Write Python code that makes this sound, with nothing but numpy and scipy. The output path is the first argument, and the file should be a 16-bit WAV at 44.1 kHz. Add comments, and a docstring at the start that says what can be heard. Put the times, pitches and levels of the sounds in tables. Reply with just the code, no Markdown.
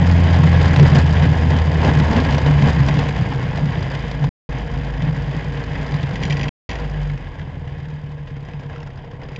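"""On board a four-stroke racing kart, the microphone shut in a camera case bolted to it: full speed to a crawl.
From the start the crank shakes the frame, firings and rough asphalt boom in the mount, wind drums on the
case, and roar, chatter, rattle and exhaust come through it; fittings knock for six seconds. The sound cuts
out for a fifth of a second at 4.3 s; revs pick up slightly, then metal clacks, likely the brake, from 6.2 s
as the kart slows. A second cut falls at 6.5 s; a slack chain slaps through the crawl, with one last clack."""
import sys
import numpy as np
from scipy import signal
from scipy.fft import rfft, irfft
from scipy.io import wavfile
from scipy.ndimage import uniform_filter1d

SR = 44100
rng = np.random.default_rng(int(sys.argv[2]) if len(sys.argv) > 2 else 0)


def waveform_to_disk(signal):
    """Save audio, clipped to [-1, 1], as 16-bit WAV at the path in sys.argv[1]."""
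    frames = np.transpose(np.atleast_2d(signal))
    scaled = np.clip(frames, -1, 1) * 32767
    samples = np.round(scaled).astype(np.int16)
    wavfile.write(sys.argv[1], SR, samples)


N = 414099
TIME = np.arange(N) / SR
REFERENCE_HZ = 80  # crank turns per second at which each layer's _DB level holds
# Every _RISE_DB below is dB per doubling of crank speed.


def undb(db):
    """Turn decibels into an amplitude factor."""
    return 10 ** (np.asarray(db) / 20)


def unit(x):
    """Scale to an RMS of 1."""
    return x / np.sqrt(np.mean(x ** 2))


def noise():
    """White noise of the scene's length."""
    return rng.standard_normal(N)


def curves(rows):
    """Each column of a table as one value a sample."""
    seconds, *columns = np.transpose(rows)
    return [np.interp(TIME, seconds, column) for column in columns]


def swells(events):
    """Level in dB: each event rises and falls as a raised cosine."""
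    total_db = 0
    for middle, length, db in events:
        phase = np.clip((TIME - middle) / length, -.5, .5)
        total_db = total_db + db * np.cos(np.pi * phase) ** 2
    return total_db


def walk(rate):
    """Smooth random wander of RMS 1, with a new target 'rate' times a second."""
    hold = int(SR / rate)
    steps = np.repeat(rng.standard_normal(N // hold + 1), hold)
    return unit(uniform_filter1d(steps, hold)[:N])


def colour(x, points, size=8192):
    """Causal minimum-phase filter with the given (Hz, dB) outline."""
    hz, db = np.transpose(points)
    bins_hz = np.arange(size // 2 + 1) * SR / size
    log_gain = np.log(undb(np.interp(np.log(bins_hz + 1), np.log(hz), db)))
    # Folding the cepstrum onto positive time makes the filter minimum-phase.
    cepstrum = irfft(log_gain)[:size // 2]
    cepstrum[1:] *= 2
    impulse = irfft(np.exp(rfft(cepstrum, size)))[:size // 2]
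    return signal.fftconvolve(x, impulse)[:N]


def ring(x, modes):
    """Sum of damped resonances, each (Hz, width Hz, dB)."""
    return sum(undb(db) * signal.lfilter(*signal.iirpeak(hz, hz / width, SR), x) for hz, width, db in modes)


def grains(rate, spread_db):
    """Tiny impacts of either sign at random moments, their levels spread exponentially in dB."""
    size = undb(spread_db * np.minimum(rng.exponential(size=N), 4))
    return (rng.random(N) < rate / SR) * size * rng.choice([-1, 1], N)


def turn_starts(turns):
    """Samples at which the crank completes a whole turn."""
    return np.flatnonzero(np.diff(np.floor(turns)) > 0)


def buzz(attack_s, decay_s):
    """One blow: a part chatters against the frame for a few milliseconds."""
    t = np.arange(SR // 15) / SR
    return (1 - np.exp(-t / attack_s)) * np.exp(-t / decay_s) * rng.standard_normal(len(t))


# Engine speed under way. 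Each row: time in seconds, crank rate in turns per second.
ENGINE_SPEED = [(0.0, 86), (0.5, 84.4), (1.0, 81.7), (1.6, 80), (2.0, 77), (2.5, 72.5), (2.9, 70),
                (3.2, 64.5), (3.5, 61), (4.0, 55), (4.6, 52.6), (5.0, 53.3), (6.0, 56.3), (6.45, 57.5),
                (6.7, 55.5), (7.0, 49.3), (7.3, 44), (7.8, 38.3), (8.3, 35.4), (9.39, 32)]


def engine_speed():
    """Crank rate falls overall, with a slight pick-up before the last slowing."""
    crank_hz, = curves(ENGINE_SPEED)
    return crank_hz


def firings(turns, scatter_db, idle_stroke):
    """A jolt at each top of the stroke: strong when it fires, weaker on the turn between."""
    at = turn_starts(turns)
    jolts = np.zeros(N)
    jolts[at] = undb(scatter_db * rng.standard_normal(len(at))) * np.resize([1, idle_stroke], len(at))
    return jolts


# Gusts at the case. Each row: middle in seconds, length in seconds, swell in dB.
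GUST_SWELLS = [(0.64, 0.081, 7), (0.83, 0.22, 7.5), (0.97, 0.14, 8.5), (1.25, 0.12, 2.5), (1.86, 0.2, 12.5),
               (2.0, 0.15, 6.5), (2.14, 0.29, 14), (2.33, 0.27, 9), (2.5, 0.1, 10.5), (2.67, 0.2, 12),
               (2.89, 0.053, 11), (3.0, 0.19, 5)]
GUST_IN_ROAR, GUST_IN_CHATTER, GUST_IN_RUMBLE = 0.54, 0.36, 0.65  # share of a gust's dB swell


def gusts():
    """Gusts swell the wind fully, and roar, chatter and rumble in part."""
    return swells(GUST_SWELLS)


# Bumps in the asphalt, and smooth patches with negative swell.
# Each row: middle in seconds, length in seconds, swell in dB.
ROAD_SWELLS = [(0.43, 0.14, 6.5), (0.83, 0.14, 11.5), (0.98, 0.21, 6), (1.26, 0.096, 10), (1.5, 0.25, 3.5),
               (1.63, 0.11, -22), (1.87, 0.055, 4.5), (2.0, 0.19, 6), (2.1, 0.18, -14), (2.17, 0.052, 8),
               (2.5, 0.14, 3), (2.66, 0.31, 6), (2.8, 0.16, 10), (2.97, 0.085, 12), (3.215, 0.081, 14),
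               (3.46, 0.078, 8.5), (3.65, 0.2, 10.5), (3.8, 0.13, 9), (4.24, 0.15, 9.5), (5.05, 0.29, 11),
               (5.17, 0.11, 3.5), (5.36, 0.092, 6.5), (5.88, 0.19, -6), (5.95, 0.084, 9.5),
               (6.04, 0.032, 14.5), (6.27, 0.14, 10.5), (6.41, 0.071, 6), (6.73, 0.53, -6.5),
               (7.3, 0.23, -10), (7.54, 0.13, 5.5)]


def road_swells():
    """Bumps make mount and bodywork boom louder; smooth patches calm them."""
    return swells(ROAD_SWELLS)


# Loudness beyond what speed gives.
# Each row: time in seconds, change of roar and exhaust in dB, change of chatter and rattle in dB.
HARSHNESS_CURVES = [(0, -1, 1), (0.9, 1, 3.5), (1.6, -0.5, 0), (3.0, 0.5, 3.5), (3.5, 0.5, 2.5),
                    (4.1, 1, 4.5), (4.6, -0.5, 1), (5.7, -0.5, 3), (6.3, 0.5, 2), (6.72, 2, 2),
                    (7.1, -4, -0.5), (7.5, -2, -3), (7.8, -3.5, 0.5), (8.15, -3.5, -2.5), (8.7, 0.5, 0.5),
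                    (9.1, 0.5, -1.5), (9.39, 3, 3.5)]


def harshness():
    """Roar and chatter drift in level along the way."""
    return curves(HARSHNESS_CURVES)


# Harmonics and half-orders of the crank.
# Each row: multiple of the crank rate, relative level in dB, extra rise in dB per doubling of speed.
CRANK_ORDERS = [(1, 0.5, 0), (1.5, -17.5, 1), (2, -7, 1), (3, -20, -1.5), (4, -25.5, -5.5), (5, -34, -1)]
# How readily the frame follows a shake. Each row: frequency in Hz, response in dB.
FRAME_RESPONSE = [(33, -13), (43, -14.5), (48.5, -1), (52.5, -4), (56, -11), (64, -11), (71, -4), (76, -5),
                  (80, -3), (84, 0.5), (90, -3), (102, -14.5), (124, 4), (142, -3), (152, -16.5),
                  (160, -8.5), (169, -2.5), (205, -1.5), (235, -5), (258, 0), (300, -9.5), (325, -12),
                  (340, -2)]
SHAKE_DB, SHAKE_RISE_DB = -11, 15


def shake(turns, crank_hz, speed):
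    """Crank, piston and firings rock the frame; each order swells as it slides through a resonance."""
    angle = 2 * np.pi * turns - np.pi / 2 + .05 * walk(25)
    frame_hz, frame_db = np.transpose(FRAME_RESPONSE)
    out = 0
    for multiple, db, rise_db in CRANK_ORDERS:
        response_db = np.interp(multiple * crank_hz, frame_hz, frame_db)
        level_db = db + rise_db * speed + response_db + walk(22)
        out = out + undb(level_db) * np.cos(multiple * angle)
    return out


# Colour of the chassis rumble. Each row: frequency in Hz, relative level in dB.
RUMBLE_COLOUR = [(10, -22), (18, -10), (28, -3), (40, -2), (50, 7.5), (62, 1.5), (85, 7), (115, 1.5),
                 (200, -54.5)]
RUMBLE_DB, RUMBLE_RISE_DB = -27.5, 10


def rumble():
    """The chassis rumbles as steady low noise."""
    return unit(colour(noise(), RUMBLE_COLOUR))


WIND_DB, WIND_RISE_DB = -30, 22.5


def buffet():
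    """Eddies drum on the case: low noise that wanders quickly in level."""
    eddies = noise() * undb(3.0 * walk(40))
    outline = [(130, -14), (180, 5.5), (230, 0.5), (262, 0.5), (305, -12.5), (600, -36.0), (4000, -86)]
    return unit(colour(eddies, outline))


# Main modes of the camera mount. Each row: frequency in Hz, width in Hz, relative level in dB.
MOUNT_MODES = [(139.7, 8, -3.5), (147.26, 5.9, 0.5)]
# Weaker modes of the bodywork round it. Each row: frequency in Hz, width in Hz, relative level in dB.
BODYWORK_MODES = [(105.3, 10, 1), (185.3, 23, -3.5), (263.2, 24, 1.5)]
BOOM_DB, BOOM_RISE_DB = -18, 12.5
BODYWORK_DB, BODYWORK_RISE_DB = -10, 3.5  # relative to the mount
BUMP_IN_BODYWORK = 0.37  # share of a bump's dB swell


def boom(jolts, roughness, crank_hz, modes):
    """Firings and asphalt ring a part of the kart; the road's share grows with speed."""
    road = np.interp(crank_hz, [36, 56, 75], [.7, 1.1, 1.6])
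    push = unit(jolts / np.sqrt(crank_hz)) + road * unit(np.sqrt(roughness) * noise())
    ringing = ring(push / np.hypot(1, road), modes)
    outline = [(40, -16.0), (75, 1.0), (110, 2.5), (162, 0.5), (185, -3), (270, -6), (400, -20.5),
               (900, -45.0), (4000, -84.5)]
    return unit(colour(ringing, outline))


# Colour of the roar inside the case. Each row: frequency in Hz, relative level in dB.
ROAR_COLOUR = [(140, -25.5), (200, 1.5), (260, 4), (350, -1), (410, 1), (470, -0.5), (540, 1.5), (700, 1.5),
               (920, 0.5), (1080, -0.5), (1250, -15.5), (1500, -13), (2200, -29), (8000, -62)]
ROAR_DB, ROAR_RISE_DB = -28, 12.5


def roar(jolts, roughness, stroke):
    """Tyres, wind and exhaust gas as gritty noise, surging with the road and once every two turns."""
    grit = unit(grains(2500, spread_db=-4.0)) + 0.64 * noise()
    surging = unit(grit * roughness * (1 + 0.17 * stroke))
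    return unit(colour(surging + 0.25 * unit(jolts), ROAR_COLOUR))


# Pitches at which fittings ring in turn, in Hz.
FITTING_PITCHES = [1630, 1930, 2120, 2490, 3060]
# Colour of the chatter inside the case. Each row: frequency in Hz, relative level in dB.
CHATTER_COLOUR = [(900, -12.5), (1450, -5), (1680, 0), (2050, -1), (2350, -5.5), (3200, -6.5), (3700, -11),
                  (4350, -21), (4820, -18), (5400, -23.5), (6900, -27), (7600, -39), (8600, -52.5)]
CHATTER_DB, CHATTER_RISE_DB = -34, 12.5
PART_WIDTH_HZ = 190  # width of a loose part's own ring


def chatter(roughness, stroke):
    """Chain and fittings tick densely, surging every two turns; now one fitting rings out, now another."""
    ticks = unit(grains(1800, spread_db=1.8)) + .7 * noise()
    ticks = ticks * roughness * (1 + 0.29 * stroke)
    rings = 0
    for hz in FITTING_PITCHES:
        rings = rings + undb(4 * walk(24)) * ring(ticks, [(hz, PART_WIDTH_HZ, -9)])
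    return unit(colour(ticks + rings, CHATTER_COLOUR))


# Colour of the small loose parts. Each row: frequency in Hz, relative level in dB.
RATTLE_COLOUR = [(300, -16.5), (800, -4), (1200, -2.5), (1400, 1.5), (2000, -4.5), (3200, -11.5),
                 (4100, -9), (4900, -11), (5700, -16.5), (7000, -17), (8300, -33)]
RATTLE_DB, RATTLE_RISE_DB = -8, 0.5  # relative to the chatter


def rattle(turns, spread_db, decay_s):
    """Loose parts land up to 12 ms after each top of the stroke with a short buzz, now and then hard."""
    at = turn_starts(turns)
    late, force = rng.random((len(at), 2)).T
    hops = np.zeros(N + SR)
    hops[at + (late * .012 * SR).astype(int)] = undb(spread_db * force ** 3)
    envelope = signal.lfilter([1], [1, -np.exp(-1 / (decay_s * SR))], hops[:N])
    return unit(colour(envelope * noise(), RATTLE_COLOUR))


# Resonances of the exhaust pipe. Each row: frequency in Hz, width in Hz, relative level in dB for one pass.
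PIPE_MODES = [(282.8, 71, -2), (388.3, 13, -2), (468, 50, 0)]
EXHAUST_DB, EXHAUST_RISE_DB = -40, 6


def exhaust(jolts, stroke):
    """Firings and puffs of gas every two turns ring the pipe; it stands out once the roar has fallen."""
    puffs = unit(jolts) + 1.1 * unit(stroke * noise())
    once = ring(puffs, PIPE_MODES)
    return unit(ring(once, PIPE_MODES))


def strikes(events, outline, attack_s, decay_s, ring_db):
    """A loose part buzzes briefly against the frame and rings at its own pitch."""
    out = np.zeros(N + SR)
    for s, db, own_hz in events:
        i, blow = int(s * SR), buzz(attack_s, decay_s)
        out[i:i + len(blow)] += undb(db) * (blow + ring(blow, [(own_hz, PART_WIDTH_HZ, ring_db)]))
    return colour(out[:N], outline)


# Knocks of loose fittings. Each row: start in seconds, relative level in dB, the part's ring in Hz.
KNOCK_EVENTS = [(0.239, -28, 2010), (0.654, -25, 2900), (0.761, -11, 1470), (0.796, -12.5, 3000),
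                (0.83, -15.5, 1400), (0.9535, -12.5, 3100), (1.2235, -21, 3000), (1.503, -15, 1600),
                (1.586, -17, 940), (1.8465, -13, 1520), (1.998, -13.5, 950), (2.164, -12, 1600),
                (2.2, -14, 1450), (2.233, -30, 3000), (2.247, -14.5, 1550), (2.324, -16, 2250),
                (2.345, -16, 2300), (2.381, -13.5, 560), (2.4615, -17.5, 1000), (2.595, -22, 1550),
                (2.6225, -15, 2100), (2.698, -17, 1250), (2.885, -12, 2900), (2.989, -13, 930),
                (3.088, -16, 1900), (3.573, -20.5, 1700), (3.826, -23, 4800), (3.949, -20, 3270),
                (4.112, -21, 4770), (4.2405, -20, 1000), (5.021, -22.5, 3200), (5.919, -21, 2000),
                (5.94, -19.5, 1920), (6.029, -20, 3200)]
# Colour of a knock. Each row: frequency in Hz, relative level in dB.
KNOCK_COLOUR = [(120, -5.5), (250, 4), (500, 4.5), (900, 1.5), (1300, -10.5), (2000, -3), (3200, -7),
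                (4100, -7.5), (4900, -14.5), (5700, -14), (7000, -23), (8500, -33.5)]
KNOCK_DB = 5  # gain


def knocks():
    """Loose fittings strike the frame: short buzzes, each with a ring of its own."""
    return strikes(KNOCK_EVENTS, KNOCK_COLOUR, attack_s=0.00053, decay_s=0.0048, ring_db=4)


# Metallic clacks, likely the brake as the kart slows. Each row: start in seconds, relative level in dB.
CLACK_EVENTS = [(6.1552, -18.5), (6.2252, -20), (6.2335, -14.5), (6.2512, -16), (6.262, -26),
                (6.2978, -18.5), (6.3052, -15.5), (6.3238, -13), (6.368, -18.5), (6.394, -21), (6.411, -19),
                (6.4302, -17), (6.4395, -20.5), (6.482, -18.5), (6.692, -18.5), (6.702, -22), (6.7122, -18),
                (6.73, -26), (6.754, -22), (9.3598, -25)]
# Modes of the clacking metal. Each row: frequency in Hz, width in Hz, relative level in dB.
METAL_MODES = [(1940, 87, 0.5), (2360, 100, -1), (2580, 140, 1.5), (3220, 100, -0.5), (4140, 210, 2.5),
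               (4720, 220, 0.5), (5820, 190, 7), (6890, 220, 1.5)]
# Colour of a clack. Each row: frequency in Hz, relative level in dB.
CLACK_COLOUR = [(500, -5), (1400, -22), (1900, 4.5), (2500, -2), (3200, 0.5), (4100, -12.5), (4900, -11.5),
                (5700, -17.5), (7000, -17.5), (7700, -38), (8600, -27)]
CLACK_DB = 1.5  # gain


def clacks(attack_s, decay_s, ring_db, scatter_db):
    """Metal strikes metal; each blow lands elsewhere and favours other modes."""
    out = np.zeros(N + SR)
    for s, db in CLACK_EVENTS:
        i, blow = int(s * SR), buzz(attack_s, decay_s)
        modes = [(hz, width, mode_db + ring_db + scatter_db * rng.standard_normal())
                 for hz, width, mode_db in METAL_MODES]
        out[i:i + len(blow)] += undb(db) * (blow + ring(blow, modes))
    return colour(out[:N], CLACK_COLOUR)


# Slaps of the slack chain. Each row: start in seconds, relative level in dB, the struck part's ring in Hz.
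SLAP_EVENTS = [(6.785, -28, 3200), (6.844, -39, 2000), (6.959, -40, 2000), (7.098, -27.5, 2050),
               (7.174, -31, 2090), (7.394, -30, 1900), (7.413, -33, 3220), (7.675, -34, 2000),
               (8.273, -32, 3100), (8.303, -36, 1700), (8.365, -34, 2200), (8.449, -34, 4950),
               (8.4845, -31.5, 2000), (8.5335, -34, 2600), (8.594, -31.5, 5200), (8.6335, -36, 1200),
               (8.6965, -31.5, 1740), (8.729, -34.5, 1400), (8.7595, -32, 1300), (8.7795, -36, 1390),
               (8.802, -32, 5200), (8.8168, -36, 1900), (8.828, -30, 5300), (8.863, -37, 5170),
               (8.8715, -30.5, 1100), (8.902, -36, 2080), (8.973, -35, 5000), (9.045, -39, 5400),
               (9.112, -34, 5200), (9.133, -44, 4900), (9.2152, -33, 2125), (9.233, -32, 5000),
               (9.285, -31.5, 5050), (9.33, -34, 2090), (9.348, -36, 5500)]
# Colour of a slap. Each row: frequency in Hz, relative level in dB.
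SLAP_COLOUR = [(300, -6), (800, 3), (1150, -6), (1400, 3), (2000, -1), (3200, -4.5), (4100, -13),
               (4900, -14), (5700, -17.5), (7000, -21), (8300, -46)]
SLAP_DB = 3.5  # gain


def chain_slaps():
    """At a crawl the slack chain slaps parts, which buzz and ring."""
    return strikes(SLAP_EVENTS, SLAP_COLOUR, attack_s=0.00067, decay_s=0.0061, ring_db=6)


# Resonances of the camera case. Each row: frequency in Hz, width in Hz, relative level in dB.
CASE_MODES = [(467, 31, -6), (1670, 100, -9), (3015, 40, -8.5), (4883, 150, 1), (6800, 75, -8.5)]


def through_case(high):
    """The closed case adds its own resonances to what passes through it."""
    return high + ring(high, CASE_MODES)


def scene():
    """Speed sets the steady layers' levels; bumps and gusts swell them on the way to the microphone."""
    crank_hz = engine_speed()
    speed = np.log2(crank_hz / REFERENCE_HZ)  # in doublings
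    turns = np.cumsum(crank_hz) / SR
    jolts = firings(turns, scatter_db=1.2, idle_stroke=.25)
    stroke = np.exp(-(turns / 2 % 1) / 0.14)  # jumps up every two turns, then dies away
    roughness = undb(1.27 * walk(45) + walk(220))

    gust_db, bump_db = gusts(), road_swells()
    harsh_roar_db, harsh_chatter_db = harshness()
    rumble_db = RUMBLE_DB + RUMBLE_RISE_DB * speed + GUST_IN_RUMBLE * gust_db
    boom_db = BOOM_DB + BOOM_RISE_DB * speed
    bodywork_db = boom_db + BODYWORK_DB + BODYWORK_RISE_DB * speed + BUMP_IN_BODYWORK * bump_db
    roar_db = ROAR_DB + ROAR_RISE_DB * speed + GUST_IN_ROAR * gust_db + harsh_roar_db
    chatter_db = CHATTER_DB + CHATTER_RISE_DB * speed + GUST_IN_CHATTER * gust_db + harsh_chatter_db
    rattle_db = chatter_db + RATTLE_DB + RATTLE_RISE_DB * speed
    exhaust_db = EXHAUST_DB + EXHAUST_RISE_DB * speed + harsh_roar_db

    low = undb(SHAKE_DB + SHAKE_RISE_DB * speed) * shake(turns, crank_hz, speed)
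    low += undb(rumble_db) * rumble()
    low += undb(WIND_DB + WIND_RISE_DB * speed + gust_db) * buffet()
    low += undb(boom_db + bump_db) * boom(jolts, roughness, crank_hz, MOUNT_MODES)
    low += undb(bodywork_db) * boom(jolts, roughness, crank_hz, BODYWORK_MODES)

    high = undb(roar_db) * roar(jolts, roughness, stroke)
    high += undb(chatter_db) * chatter(roughness, stroke)
    high += undb(rattle_db) * rattle(turns, spread_db=8, decay_s=0.0068)
    high += undb(exhaust_db) * exhaust(jolts, stroke)
    high += undb(KNOCK_DB) * knocks()
    high += undb(CLACK_DB) * clacks(attack_s=0.00066, decay_s=0.0047, ring_db=2.5, scatter_db=1.0)
    high += undb(SLAP_DB) * chain_slaps()
    return (low + through_case(high))[None]


# Silences. Each row: start in seconds, end in seconds.
DROPOUTS = [(4.2917, 4.4909), (6.4925, 6.6908)]
TOP_HZ = 8100  # the treble is cut above this


def record(dry):
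    """The camera flattens the highest peaks, drops out twice and cuts the treble."""
    ceiling, fade_s = .71, .0015
    sound = dry / (1 + (dry / ceiling) ** 8) ** (1 / 8)
    for start, end in DROPOUTS:
        outside_s = np.maximum(start - TIME, TIME - end + fade_s / 2)
        sound = sound * np.clip(outside_s / fade_s, 0, 1)
    return signal.sosfilt(signal.butter(20, TOP_HZ, fs=SR, output="sos"), sound)


dry = scene()
out = record(dry)
waveform_to_disk(out)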